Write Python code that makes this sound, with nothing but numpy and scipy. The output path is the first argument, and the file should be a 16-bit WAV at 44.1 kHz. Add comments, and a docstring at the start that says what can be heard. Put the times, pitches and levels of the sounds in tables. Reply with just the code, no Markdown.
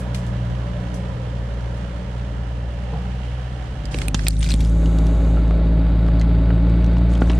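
"""A diesel all-terrain vehicle drones across a muddy pond in snowy woods while a few drips tick close by.
Its tones follow the firing rate, its rasp and clatter are gated noise; near 2.9 s its hull booms over a bump.
From 3.5 s to 4.565 s this crossfades to a spot beside its wheel: steady harmonics throb, the block clatters.
Around 4 s brushwood scrapes, snaps, squeals and knocks, as noise bursts and slips that ring resonances;
snow sifts off it as filtered grains, then scattered snaps follow and dull knocks return, strongest near 7.2 s."""
import sys
import numpy as np
from scipy import signal
from scipy.fft import rfft, irfft, next_fast_len
from scipy.io import wavfile

SR = 44100
rng = np.random.default_rng(int(sys.argv[2]) if len(sys.argv) > 2 else 0)


def pcm_store(signal):
    """Save signal as 16-bit PCM."""
    levels = np.round(np.clip(np.atleast_2d(signal), -1, 1) * 32767)
    wavfile.write(sys.argv[1], SR, levels.astype(np.int16).T)


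N = 325899
TIME = np.arange(N) / SR
SIDES = np.array([[1], [-1]])  # left, right
# crossfade from the far to the near engine
DISSOLVE_START_S, DISSOLVE_END_S = 3.5, 4.565
CRAWL_HZ = 56.5  # firing rate at crawling speed
USUAL_SNAP_S, TWIG_HZ = 0.022, 3580  # reference length and pitch of a snap


def from_db(db):
    """Level to amplitude: 20 dB is a factor of ten."""
    return 10 ** (np.asarray(db) / 20)


def rms_one(x):
    """Normalise the effective value (root mean square) to 1."""
    return x / np.sqrt(np.mean(x ** 2) + 1e-20)


def peak_one(x):
    """Normalise the peak amplitude to 1."""
    return x / np.max(np.abs(x))


def in_time(rows):
    """Linear interpolation in time: one curve per column after the first."""
    s, *columns = np.transpose(rows)
    return [np.interp(TIME, s, c) for c in columns]


def at_hz(points, hz):
    """Linear interpolation of a spectrum over log frequency."""
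    f, value = np.transpose(points)
    return np.interp(np.log(hz + 1), np.log(f), value)


def ramp(start, end):
    """Linear transition: from 0 at one time to 1 at another."""
    return np.clip((TIME - start) / (end - start), 1e-9, 1)


def panned(pan_db):
    """Stereo level difference: left and right gains, half of it on each side."""
    return from_db(0.5 * SIDES * pan_db)


def add(out, s, sound):
    """Superposition: mix a short sound in at time s."""
    start = max(0, round(s * SR))
    out[..., start:start + sound.shape[-1]] += sound[..., :N - start]


def drift(rate):
    """Random modulation: noise through two equal poles at rate/Hz, with spread 1."""
    step = 40  # samples between computed points
    r = np.exp(-2 * np.pi * step * rate / SR)
    noise = rng.standard_normal(N // step + 2002)
    slow = signal.lfilter([1], [1, -2 * r, r * r], noise)[2000:]  # drop the settling
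    return np.interp(np.arange(N) / step, np.arange(len(slow)), rms_one(slow))


def lowpass(x, hz, order):
    """Low-pass filtering: attenuate what lies above a cutoff."""
    return signal.sosfilt(signal.butter(order, hz, fs=SR, output="sos"), x)


def resonance(x, hz, width):
    """Damped oscillator: a two-pole resonance with gain 1 on top."""
    r = np.exp(-np.pi * width / SR)
    zeros = np.array([1, 0, -1]) * (1 - r * r) / 2
    poles = [1, -2 * r * np.cos(2 * np.pi * hz / SR), r * r]
    return signal.lfilter(zeros, poles, x)


def coloured(x, spectrum):
    """Spectral shaping: weight a signal by a curve that falls away above its last point; rms 1."""
    size = next_fast_len(N)
    hz = np.arange(size // 2 + 1) * SR / size
    gain = from_db(at_hz(spectrum, hz)) / (1 + (hz / spectrum[-1][0]) ** 4)
    return rms_one(irfft(rfft(x, size) * gain, size)[..., :N])


def narrow_noise(hz, width):
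    """Narrow-band noise: slow random quadratures on a carrier that may move; rms 1."""
    phase = 2 * np.pi * np.cumsum(hz * np.ones(N)) / SR
    a, b = lowpass(rng.standard_normal((2, N)), width / 2, order=2)
    return rms_one(a * np.cos(phase) + b * np.sin(phase))


def wide_narrow_noise(hz, width):
    """Incoherence: independent narrow-band noise at left and right."""
    return np.array([narrow_noise(hz, width) for side in range(2)])


def burst(t60):
    """Exponential decay: noise that falls 60 dB in t60/s, held in half a second."""
    t = TIME[:SR // 2]
    return rng.standard_normal(len(t)) * (from_db(-60 * t / t60) + 1e-12)


def click_like(x):
    """Impulse excitation: a single click that carries the energy of x."""
    return signal.unit_impulse(x.shape[-1]) * np.sqrt(np.sum(x ** 2, axis=-1, keepdims=True))


def slips(per_s, spread_db):
    """Stick-slip friction: tiny clicks of uneven size, coming in clumps."""
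    born = rng.random(N) < per_s * from_db(3 * drift(40)) / SR
    size_db = spread_db * np.minimum(rng.exponential(1, N), 3)
    return born * rng.choice([-1, 1], N) * from_db(size_db) + 1e-18


def drips():
    """Impact noise: a bright tick and a short spray of droplets, shaped by two broad resonances."""
    # drips close by: t/s, peak level/dB, f/Hz, decay time t60/s
    drip_rows = [(.002, -34, 7800, 0.19), (0.146, -28, 5700, 0.3), (0.146, -22, 2400, 0.071),
                 (.265, -38, 6000, 0.2), (0.942, -29.5, 6000, 0.23), (1.77, -43, 6516, 0.16)]
    out = np.zeros((2, N))
    for s, db, hz, t60 in drip_rows:
        splash = np.array([burst(t60) + 1.6 * burst(t60 / 9) for side in range(2)])
        splash = resonance(splash, hz, 0.85 * hz) + 0.29 * resonance(splash, .5 * hz, 0.38 * hz)
        add(out, s, from_db(db) * peak_one(lowpass(splash, 11500, order=4)))
    return out


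def sifting_snow():
    """Shot noise: countless grains of snow off the bent brushwood merge into a fine, bright hiss."""
    # hiss of the loose snow: t/s, level/dB
    sift_level = [(4.4, -100), (4.55, -55), (4.8, -53), (5.1, -56), (5.33, -57), (5.55, -71), (5.9, -83)]
    # its relative power density: f/Hz, level/dB
    sift_colour = [(1500, -12), (3600, -11.5), (5000, -10), (6400, 5.5), (7900, 4), (8750, -11.5),
                   (9600, 2), (11200, -7), (15500, -18)]
    grains = rng.standard_normal(N) + 0.5 * rng.standard_normal((2, N))
    grains = grains + 0.4 * rms_one(slips(900, spread_db=3.5))
    level_db, = in_time(sift_level)
    return from_db(level_db) * coloured(grains, sift_colour)


def housing(x):
    """Forced resonance: sharp sounds set the microphone housing ringing."""
    # modes of the housing: f/Hz, width/Hz, level/dB
    housing_modes = [(2520, 130, -18.5), (4200, 250, -23.5), (8570, 250, -1), (13200, 2700, -10.5)]
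    ringing = sum(from_db(db) * resonance(x, hz, width) for hz, width, db in housing_modes)
    return lowpass(ringing, 9300, order=3)  # it passes little above this


def brushwood():
    """Friction excitation: slipping twigs ring many resonances, over a fine rustle of the tread in snow."""
    # relative power density of the rubbing: f/Hz, level/dB
    rub_colour = [(700, -6.5), (1400, -9.5), (2200, -10), (3300, -12.5), (4200, -12.5), (5400, -13),
                  (8400, -13.5), (10300, -22), (12000, -28.5), (15500, -29.5)]
    # branches dragging over the tyre: t/s, length/s, level/dB, housing ring level/dB,
    # left minus right/dB (it also sets how far the sides differ)
    scrape_rows = [(3.91, 0.13, -45.5, -62, -4.5), (4.15, 0.14, -43, -66, -6), (4.296, 0.2, -39, -56, -4),
                   (4.411, 0.035, -33.5, -42, -3), (4.486, 0.021, -28.5, -54, 3.5),
                   (4.59, 0.082, -42.5, -63, 1), (7.094, 0.057, -53.5, -82, 2), (7.198, 0.2, -54, -85, 2.5)]
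    tread_db, attack_s, release_s = -66, 0.0033, 0.038
    crackle = 0
    for hz in np.geomspace(1500, 11000, 14):
        twig = resonance(slips(170, spread_db=5), hz, .07 * hz)
        crackle = crackle + rms_one(twig) * np.sqrt(hz)
    rub = coloured(rms_one(crackle) + 0.6 * rng.standard_normal(N), rub_colour)
    # twigs off to one side reach the two microphone ports differently
    scatter = 0.31 * coloured(rng.standard_normal(N), rub_colour) * SIDES
    contact = rms_one(slips(500, spread_db=7)) + 0.29 * rng.standard_normal(N)
    touch = panned(pan_db=-6) * rms_one(housing(contact))
    out = from_db(tread_db) * ramp(DISSOLVE_START_S, DISSOLVE_END_S) * rub
    for s, length, db, ring_db, pan_db in scrape_rows:
        fall = np.exp(-np.clip((TIME - s - length) / release_s, 0, 20))
        envelope = ramp(s, s + attack_s) * fall
        scrape = panned(pan_db) * from_db(db) * (rub + pan_db * scatter)
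        out = out + envelope * (scrape + from_db(ring_db) * touch)
    return out


def squeal():
    """Stick-slip oscillation: a branch on the microphone housing gives a thin, stuttering squeal."""
    # squeal of the branch: t/s, f/Hz, level/dB
    squeal_track = [(4.27, 8820, -90), (4.29, 8760, -38), (4.36, 8750, -57), (4.39, 8745, -35),
                    (4.42, 8980, -32), (4.46, 8800, -45), (4.5, 8230, -28), (4.53, 8340, -52),
                    (4.56, 8500, -100)]
    hz, db = in_time(squeal_track)
    stutter = rms_one(from_db(8.1 * drift(90)))
    return panned(pan_db=-9) * from_db(db) * stutter * wide_narrow_noise(hz, width=630)


def creaks():
    """Self-sustained oscillation: slipping fibres keep a bent twig ringing at an unsteady pitch."""
    # creaks of bent twigs: t/s, length/s, mean f/Hz, level/dB, left minus right/dB
    creak_rows = [(4.429, .004, 2500, -28, 5), (4.436, 0.0054, 3800, -28, -2),
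                  (4.467, 0.0072, 4700, -32, 0), (4.493, .009, 5000, -27, 1), (4.509, .008, 4150, -27, -2),
                  (4.516, .008, 4150, -19, -2)]
    edge_s, pitch_wobble = 0.0025, 0.0203  # wobble as a share of the pitch
    out = np.zeros((2, N))
    unsteady_time = np.cumsum(1 + pitch_wobble * drift(147)) / SR
    for s, length, hz, db, pan_db in creak_rows:
        envelope = ramp(s, s + edge_s) * ramp(s + length + edge_s, s + length)
        out += panned(pan_db) * from_db(db) * envelope * np.sin(2 * np.pi * hz * unsteady_time)
    return out


def small_twigs():
    """Random point process: faint snaps under the tread after the crossfade, as rows for snaps()."""
    per_s, mean_db, spread_db = 4, -40, 6
    rows = []
    for _ in range(round(per_s * (N / SR - DISSOLVE_END_S))):
        s = rng.uniform(DISSOLVE_END_S, N / SR)
        db = mean_db + spread_db * rng.normal()
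        hz = TWIG_HZ * 2 ** rng.uniform(-0.53, 0.3)
        rows.append((s, db, hz, 0, 9000, USUAL_SNAP_S, 0))
    return rows


def snaps():
    """Fracture: tearing fibres release a burst that rings the twig and, mostly on the right, the housing."""
    # twigs breaking: t/s, peak level/dB, twig f/Hz, level of its modes/dB, cutoff f/Hz,
    # decay time t60/s, pan setting/dB (positive is left; scaled below)
    snap_rows = [(3.855, -21.5, 4840, -4, 9870, 0.027, -18.5), (3.944, -14.5, 2633, -3, 6400, .019, -4),
                 (3.987, -14.5, 2322, -4, 8000, 0.01, -7), (4.017, -13.5, 2120, -6, 9000, 0.024, -7),
                 (4.083, -6.5, 2500, -1, 8000, 0.0079, -6.5), (4.145, -7, 2800, -7, 8020, 0.04, -5),
                 (4.193, -10.5, 1650, 3, 6500, 0.032, -7.5), (4.268, -5, 2440, -1.5, 6150, 0.046, -2.5),
                 (4.2835, 4.5, 4760, 17, 9000, 0.0077, -4), (4.3065, -10, 4640, 2, 8000, 0.015, -3),
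                 (4.3675, -17, 3880, 6, 6000, .018, -2), (4.407, -16, 3537, 3, 6000, 0.016, -1),
                 (4.4281, -5.5, 2980, -11, 7000, 0.024, 4), (4.4436, -6.5, 3740, -3, 7440, 0.058, -4),
                 (4.463, -14, 2410, 2, 6500, 0.055, 0), (4.476, -19, 4400, -3, 7500, .015, 0),
                 (4.4897, -10, 4860, 0, 7430, 0.016, -3), (4.505, -4.5, 4230, -3, 6500, 0.032, 3),
                 (4.509, -10.5, 2600, -4, 7500, .012, 3), (4.518, -5, 4060, 6, 6500, 0.016, 3),
                 (4.522, -12, 4130, 2, 7000, 0.013, 0), (4.5396, -4.5, 3500, -5, 10500, 0.011, 1),
                 (4.606, -13.5, 3410, -2, 11500, 0.049, 2.5), (4.6482, -19.5, 3340, 2, 8500, 0.018, -1),
                 (4.859, -26.5, 3003, 7, 8400, 0.036, 0.5), (4.987, -24.5, 3633, -5, 10000, 0.021, 2),
                 (5.0675, -29, 3630, -11, 9500, 0.023, -1), (5.371, -26.5, 1370, 18, 2670, 0.16, 1),
                 (6.079, -41.5, 5000, -2, 10950, 0.029, 0), (6.1969, -28, 4300, 6, 9950, 0.037, 1),
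                 (6.2136, -22.5, 2011, 1, 7970, 0.045, 0), (6.505, -23.5, 1415, 18, 2218, 0.026, -1),
                 (6.863, -33, 3800, 5, 7380, 0.026, 0), (6.968, -31, 2404, -6, 4572, .02, 1),
                 (7.135, -32, 3892, 8, 8000, .054, 1), (7.153, -28.5, 3170, 10, 4990, 0.043, -1),
                 (7.22, -16.5, 1420, 7, 3660, 0.034, -2.5), (7.298, -20, 2800, -1, 4660, 0.033, 0),
                 (7.302, -22, 1700, -3, 4990, 0.036, -1), (7.316, -27, 3000, -4, 10000, 0.023, 1),
                 (7.333, -31, 2760, 8, 4500, .025, 0)]
    # bending modes of a twig: multiple of its pitch, level/dB
    bending_modes = [(1, 6), (1.56, -9.5), (2.02, -6), (3.1, -7.5)]
    crack_db, crack_share = 3.5, 0.09  # opening crack: level over the tearing, share of its decay time
    out = np.zeros((2, N))
    for s, db, hz, tone_db, top_hz, t60, pan_db in snap_rows + small_twigs():
        tear = burst(t60) + from_db(crack_db) * burst(crack_share * t60)
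        tear = tear + 0.11 * pan_db * burst(t60) * SIDES
        release = 0.75 * click_like(tear) + 0.5 * tear
        modes = sum(from_db(mode_db) * resonance(release, k * hz, 0.073 * hz) for k, mode_db in bending_modes)
        wood = from_db(tone_db) * modes + 0.5 * resonance(tear, hz, hz)
        wood = lowpass(wood, top_hz, order=3)
        # short snaps of thin, high-pitched twigs ring the housing hardest: dB per halving, dB per octave
        ring_db = -20 + 16.5 * np.log2(USUAL_SNAP_S / t60) + 8 * np.log2(hz / TWIG_HZ)
        ports = np.array([rms_one(housing(burst(t60))), rms_one(housing(release[1]))])
        ringing = from_db(ring_db) * panned(pan_db=-6) * ports
        add(out, s, from_db(db) * peak_one(panned(0.71 * pan_db) * rms_one(wood) + ringing))
    return out


def knocks():
    """Impact of heavy bodies: wood, tyre and hull meet in one push, then a short rumble."""
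    # dull knocks: t/s, peak level before panning/dB, f/Hz, rumble decay time t60/s, left minus right/dB
    knock_rows = [(3.946, -18.5, 270, 0.049, -1.5), (4.146, -11.5, 148, 0.089, -1.5),
                  (4.145, -14, 880, 0.036, -6), (4.269, -28, 321, 0.03, -9), (4.539, -12, 198, 0.048, -1.5),
                  (5.5097, -19.5, 716, 0.015, -2), (6.0865, -21, 718.7, 0.015, 1.5),
                  (6.505, -24, 620, .05, 2), (6.969, -24, 794, 0.015, 0), (7.2194, -6.5, 225, 0.063, 0.5),
                  (7.217, -18, 560, 0.018, 3), (7.298, -16, 278, 0.05, -3), (7.3035, -18, 690, 0.034, 0.5)]
    out = np.zeros((2, N))
    for s, db, hz, t60, pan_db in knock_rows:
        rumble = burst(t60)
        contact = click_like(rumble) + from_db(-7.5) * rumble
        thud = resonance(resonance(contact, hz, 0.53 * hz), hz, 1.4 * hz)
        add(out, s, panned(pan_db) * from_db(db) * peak_one(thud))
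    return out


def bump():
    """Modal excitation: a jolt over a bump makes the far hull boom, swell and die away."""
    # modes of the hull: f/Hz, width/Hz, level/dB
    hull_modes = [(155, 31, -24.5), (490, 72, -36.5), (762, 220, -37), (1200, 390, -44.5)]
    start_s, top_s, decay_s = 2.91, 2.945, 0.04
    envelope = ramp(start_s, top_s) * np.exp(-np.clip((TIME - top_s) / decay_s, 0, 20))
    return envelope * sum(from_db(db) * narrow_noise(hz, width) for hz, width, db in hull_modes)


def among_trees(pair):
    """Interaural coherence: two unrelated signals become left and right, most alike in the bass."""
    # left-right likeness across the pond: f/Hz, coherence (0 to 1)
    likeness = [(60, 0.92), (260, 1), (530, 0.78), (1110, 0.076), (2290, 0.55), (4750, 0.041),
                (9840, 0.052)]
    # direction across the pond: f/Hz, left minus right/dB
    direction = [(60, -1), (330, 0), (580, -2.5), (1020, -10), (1800, -7.5), (3170, -8), (5580, -1.5),
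                 (9840, 1.5)]
    size = next_fast_len(N)
    hz = np.arange(size // 2 + 1) * SR / size
    mid, side = rfft(pair, size)
    alike = np.clip(at_hz(likeness, hz), 0, 1)
    both = np.sqrt((1 + alike) / 2) * mid + SIDES * np.sqrt((1 - alike) / 2) * side
    return irfft(both * panned(at_hz(direction, hz)), size)[:, :N]


def exhaust_tones(turns, orders, waver_db, sway):
    """Harmonic synthesis: phase-offset tones form a steep-fronted pulse; each wavers by itself."""
    tones = 0
    for k, db in orders:
        level = from_db(db + waver_db * drift(2.6))
        phase = 2 * np.pi * k * turns + 1.091 * (k - 1) + sway * np.sqrt(k) * drift(6.3)
        tones = tones + level * np.cos(phase)
    return tones


def firing_gate(turns, lag, depth_db, uneven_db):
    """Amplitude modulation: a swell of uneven strength, a share of a turn (lag) after each firing."""
    turns = turns - lag
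    strength = np.clip(rng.standard_normal(1000), -2, 1.4)[np.floor(turns).astype(int) % 1000]
    swell = np.sin(np.pi * (turns % 1) ** 0.44) ** 2
    return rms_one(from_db(swell * (depth_db + uneven_db * strength)))


def rattle(turns):
    """Periodic impacts: a knock of uneven strength at each firing, half buried in its echoes."""
    uneven_db, decay_turns, knock_share = 2, .7, .3
    strength_db = uneven_db * np.clip(rng.standard_normal(1000), -2, 2)[turns.astype(int) % 1000]
    knock = rms_one(from_db(strength_db) * np.exp(-(turns % 1) / decay_turns))
    return rms_one(1 - knock_share + knock_share * knock)


def far_clatter(turns):
    """Structure-borne sound: the block shakes hull panels, whose resonances wander and swell."""
    # relative power density of the block: f/Hz, level/dB
    block_colour = [(590, -21), (1000, -8.5), (1300, -4), (1750, -4), (2450, -10.5), (3010, -8.5),
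                    (3700, -13), (7000, -21), (8500, -24.5), (10300, -28.5), (12000, -38), (15500, -43)]
    # hull panels: mean f/Hz, width/Hz, first level over the clatter/dB, rate of change/(dB/s)
    panel_rows = [(763, 88, -15, 3.5), (948, 83, -5.5, -1.5), (1750, 120, -12.5, -1.2),
                  (2950, 570, -16.5, 1.5)]
    # level of the far clatter: t/s, level/dB
    clatter_level = [(0, -45), (1, -45), (1.4, -46), (1.75, -45.5), (2.2, -46), (2.6, -47.5), (2.95, -45.5),
                     (3.65, -45)]
    wander_octaves, swell_db = .03, 1.0
    knocking = rattle(turns)
    out = coloured(rng.standard_normal((2, N)) * knocking, block_colour)
    for hz, width, db, db_per_s in panel_rows:
        centre = hz * 2 ** (wander_octaves * drift(1))
        trend_db = db + db_per_s * np.minimum(TIME, DISSOLVE_START_S)
        level = from_db(trend_db + swell_db * drift(3.3))
        out = out + level * knocking * wide_narrow_noise(centre, width)
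    level_db, = in_time(clatter_level)
    return from_db(level_db) * out


def far_engine():
    """Multipath propagation: the drone wavers, and echoes from the trees smear the single firings."""
    # engine speed: t/s, mean firing rate f/Hz
    speed = [(0, 60.35), (.6, 59.78), (1.2, 60.33), (1.5, 58), (1.95, 59.9), (2.35, 58.6), (2.75, 60),
             (2.95, 60.64), (3.65, 61.44)]
    # fundamental across the pond: t/s, level/dB
    throb_level = [(0, -25), (.6, -23.5), (1.2, -27.5), (1.4, -23), (2.1, -25.5), (2.4, -23), (3.25, -23),
                   (3.7, -27)]
    # overtones: t/s, level of all but the third/dB, level of the third/dB
    overtone_levels = [(0, -27, -33.5), (.55, -26.5, -31.5), (.9, -25, -31.5), (1.4, -26.5, -36.5),
                       (1.62, -27.5, -37), (1.75, -28.5, -33), (2.15, -29, -36), (2.4, -26.5, -35.5),
                       (2.75, -29, -37.5), (3.15, -32.5, -36), (3.6, -30.5, -48)]
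    # tones of exhaust and belt-driven parts: multiple of the firing rate, relative level/dB
    orders = [(1.5, -28.5), (2, 0.5), (3.4, -20), (4.5, -25), (4.85, -18.5), (5.5, -27), (7, -25),
              (9, -30.5), (9.67, -19.5)]
    # relative power density of the rasp: f/Hz, level/dB
    rasp_colour = [(15, -7.5), (28, -3.5), (45, 9.5), (90, 11.5), (140, 7), (200, 8), (240, -2.5),
                   (360, -6.5), (430, -2.5), (560, -3), (700, -5.5), (950, -11), (1300, -15), (2200, -31.5)]
    # silencer resonance, moving as the vehicle turns: t/s, centre f/Hz, level/dB
    silencer = [(0, 581, -44), (.9, 566, -43.5), (1.3, 518.5, -40.5), (1.7, 551.5, -42.5),
                (2.3, 564.4, -47.5), (2.82, 568.6, -48.5), (2.95, 500, -50), (3.3, 501, -49),
                (3.7, 514.2, -59.5)]
    hz, = in_time(speed)
    turns = np.cumsum(hz * (1 + 0.003 * drift(14.3))) / SR
    # echoes put left and right slightly out of step, in turns
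    heard_turns = turns + 0.0073 * drift(9) * SIDES
    throb_db, = in_time(throb_level)
    drone = from_db(throb_db) * np.cos(2 * np.pi * heard_turns)
    overtones_db, third_db = in_time(overtone_levels)
    drone += from_db(overtones_db) * exhaust_tones(heard_turns, orders, waver_db=1.9, sway=0.3)
    drone += from_db(third_db) * exhaust_tones(heard_turns, [(3, 0.0014)], waver_db=1.4, sway=0.11)
    puffs = rng.standard_normal((2, N)) * firing_gate(turns, lag=0.34, depth_db=1.5, uneven_db=-0.5)
    rasp_db = -31.5 - 1.08 * TIME  # fades at a steady rate, dB per s
    rasp = from_db(rasp_db) * coloured(puffs, rasp_colour)
    ring_hz, ring_db = in_time(silencer)
    rasp += from_db(ring_db) * wide_narrow_noise(ring_hz, width=92)
    return drone + among_trees(rasp + far_clatter(turns))


def valve_train(turns):
    """Cyclic excitation: small contacts as noise, part of which repeats every two firings."""
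    repeat_share = .3  # share of the power
    cycle = rng.standard_normal(round(2 * SR / CRAWL_HZ))
    repeating = cycle[(turns / 2 % 1 * len(cycle)).astype(int)]
    return np.sqrt(repeat_share) * repeating + np.sqrt(1 - repeat_share) * rng.standard_normal(N)


def near_engine():
    """Direct sound: firm harmonics, a puff of rasp and a tick of the injectors at each firing."""
    # drive: t/s, mean firing rate f/Hz, level of the exhaust overtones/dB
    drive = [(3.75, 50.21, -18.5), (4.33, 52.33, -21.5), (4.45, 54.38, -22.5), (4.75, 55.14, -21.5),
             (5.15, 55.25, -23.5), (6.0, 55.76, -22.5), (6.65, 56.6, -19.5), (7.05, 58.13, -22.5),
             (7.39, 57.6, -22.5)]
    # second harmonic of the exhaust: t/s, level/dB
    second_level = [(3.8, -21), (4.6, -25), (5.4, -27), (5.95, -23.5), (6.1, -22), (6.8, -23.5),
                    (7.15, -23.5), (7.39, -24)]
    # tones of exhaust and belt-driven parts: multiple of the firing rate, relative level/dB
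    orders = [(.5, -19), (1.59, -16.5), (1.9, -11.5), (2.5, -21.5), (3, 1), (3.5, -18.5), (4.002, -22),
              (4.499, -23.5), (4.85, -14), (5, -9)]
    # tones that follow the rasp: multiple of the firing rate, level over the rasp/dB
    rasp_orders = [(6, -22.5), (7, -20.5), (10, -15), (11, -16), (11.5, -16.5), (15, -19.5), (23, -31.5),
                   (26.5, -31)]
    # relative power density of the rasp: f/Hz, level/dB
    rasp_colour = [(18, -6.5), (30, -1), (45, 1.5), (90, 5.5), (140, 7), (210, 1.5), (320, 0.5),
                   (420, -4.5), (520, -6.5), (630, -7), (690, -13), (850, -13), (1100, -24), (2000, -49.5)]
    # relative power density of the clatter: f/Hz, level/dB
    clatter_colour = [(530, -23.5), (900, -5), (1100, -1.5), (1450, -3.5), (1750, -5.5), (2150, -6.5),
                      (3200, -11.5), (3750, -10.5), (4750, -17), (5500, -33), (8000, -28.5), (10300, -39.5),
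                      (12500, -34.5), (15500, -42.5)]
    # ringing modes of the engine cover: f/Hz, width/Hz, level over the plain clatter/dB
    cover_modes = [(750, 40, -0.5), (1086, 75, -3.5), (1334, 24, 4), (1466, 46, -1), (1970, 44, -5),
                   (2230, 40, -5.5), (4640, 50, 0)]
    hz, overtones_db = in_time(drive)
    # as the firing rate rises the rasp weakens and the clatter grows, dB per Hz
    rasp_db = -27 - 0.23 * (hz - CRAWL_HZ)
    clatter_db = -43 + .5 * (hz - CRAWL_HZ)
    turns = np.cumsum(hz * (1 + 0.003 * drift(14.4))) / SR
    throb = from_db(-12) * np.cos(2 * np.pi * turns)
    throb += from_db(overtones_db) * exhaust_tones(turns, orders, waver_db=0.66, sway=0.087)
    second_db, = in_time(second_level)
    throb += from_db(second_db) * exhaust_tones(turns, [(2, 0)], waver_db=0.7, sway=0.087)
    puffs = rng.standard_normal(N) * firing_gate(turns, lag=0.25, depth_db=2, uneven_db=1.3)
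    rasp = coloured(puffs, rasp_colour)
    rasp += exhaust_tones(turns, rasp_orders, waver_db=1.8, sway=0.18)
    injectors = 1 + 0.82 * np.exp(-((turns - .8) % 1) / 0.085)
    contacts = valve_train(turns) * injectors
    contacts = contacts * firing_gate(turns, lag=0.54, depth_db=0.1, uneven_db=1.3)
    clatter = coloured(contacts, clatter_colour)
    cover = sum(from_db(db) * resonance(clatter, mode_hz, width) for mode_hz, width, db in cover_modes)
    clatter = rms_one(clatter + cover)
    whirr = from_db(-61) * narrow_noise(3760, width=300)  # the drive beside the wheel
    return throb + from_db(rasp_db) * rasp + from_db(clatter_db) * clatter + whirr


def scene():
    """Superposition: the crossfaded far and near engines and the small sounds around them."""
    far = ramp(DISSOLVE_END_S, DISSOLVE_START_S) ** 0.24 * far_engine()
    near = ramp(DISSOLVE_START_S, DISSOLVE_END_S) ** 1.49 * near_engine()
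    vehicle = far + bump() + near
    brush = brushwood() + squeal() + knocks() + creaks() + snaps()
    return vehicle + brush + drips() + sifting_snow()


def gain_control(x):
    """Dynamic compression: sharp peaks soon pull the gain down, the bass least; it recovers steadily."""
    split_hz, bass_share = 230, 0.12  # the bass takes this share of the reduction in dB
    threshold_db, attack_s, release_db_per_s = -9.5, 0.011, 25
    bass = signal.sosfiltfilt(signal.butter(2, split_hz, fs=SR, output="sos"), x)
    peak_db = 20 * np.log10(np.abs(x - bass).max(axis=0) + 1e-9)
    over_db = np.maximum(peak_db - threshold_db, 0)
    # hold each excess and let it sink at the release rate
    recovery = release_db_per_s * TIME
    held_db = np.maximum.accumulate(over_db + recovery) - recovery
    r = np.exp(-1 / (attack_s * SR))
    duck_db = signal.lfilter([1 - r], [1, -r], held_db)
    return bass * from_db(-bass_share * duck_db) + (x - bass) * from_db(-duck_db)


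def record(dry):
    """Saturation and band limiting: gain control, clipping of overloads, then a steep cut of the top."""
    overload_peak, cutoff_hz = .82, 15800
    held = np.clip(gain_control(dry), -overload_peak, overload_peak)
    return signal.sosfilt(signal.ellip(10, .1, 80, cutoff_hz, fs=SR, output="sos"), held)


dry = scene()
out = record(dry)
pcm_store(out)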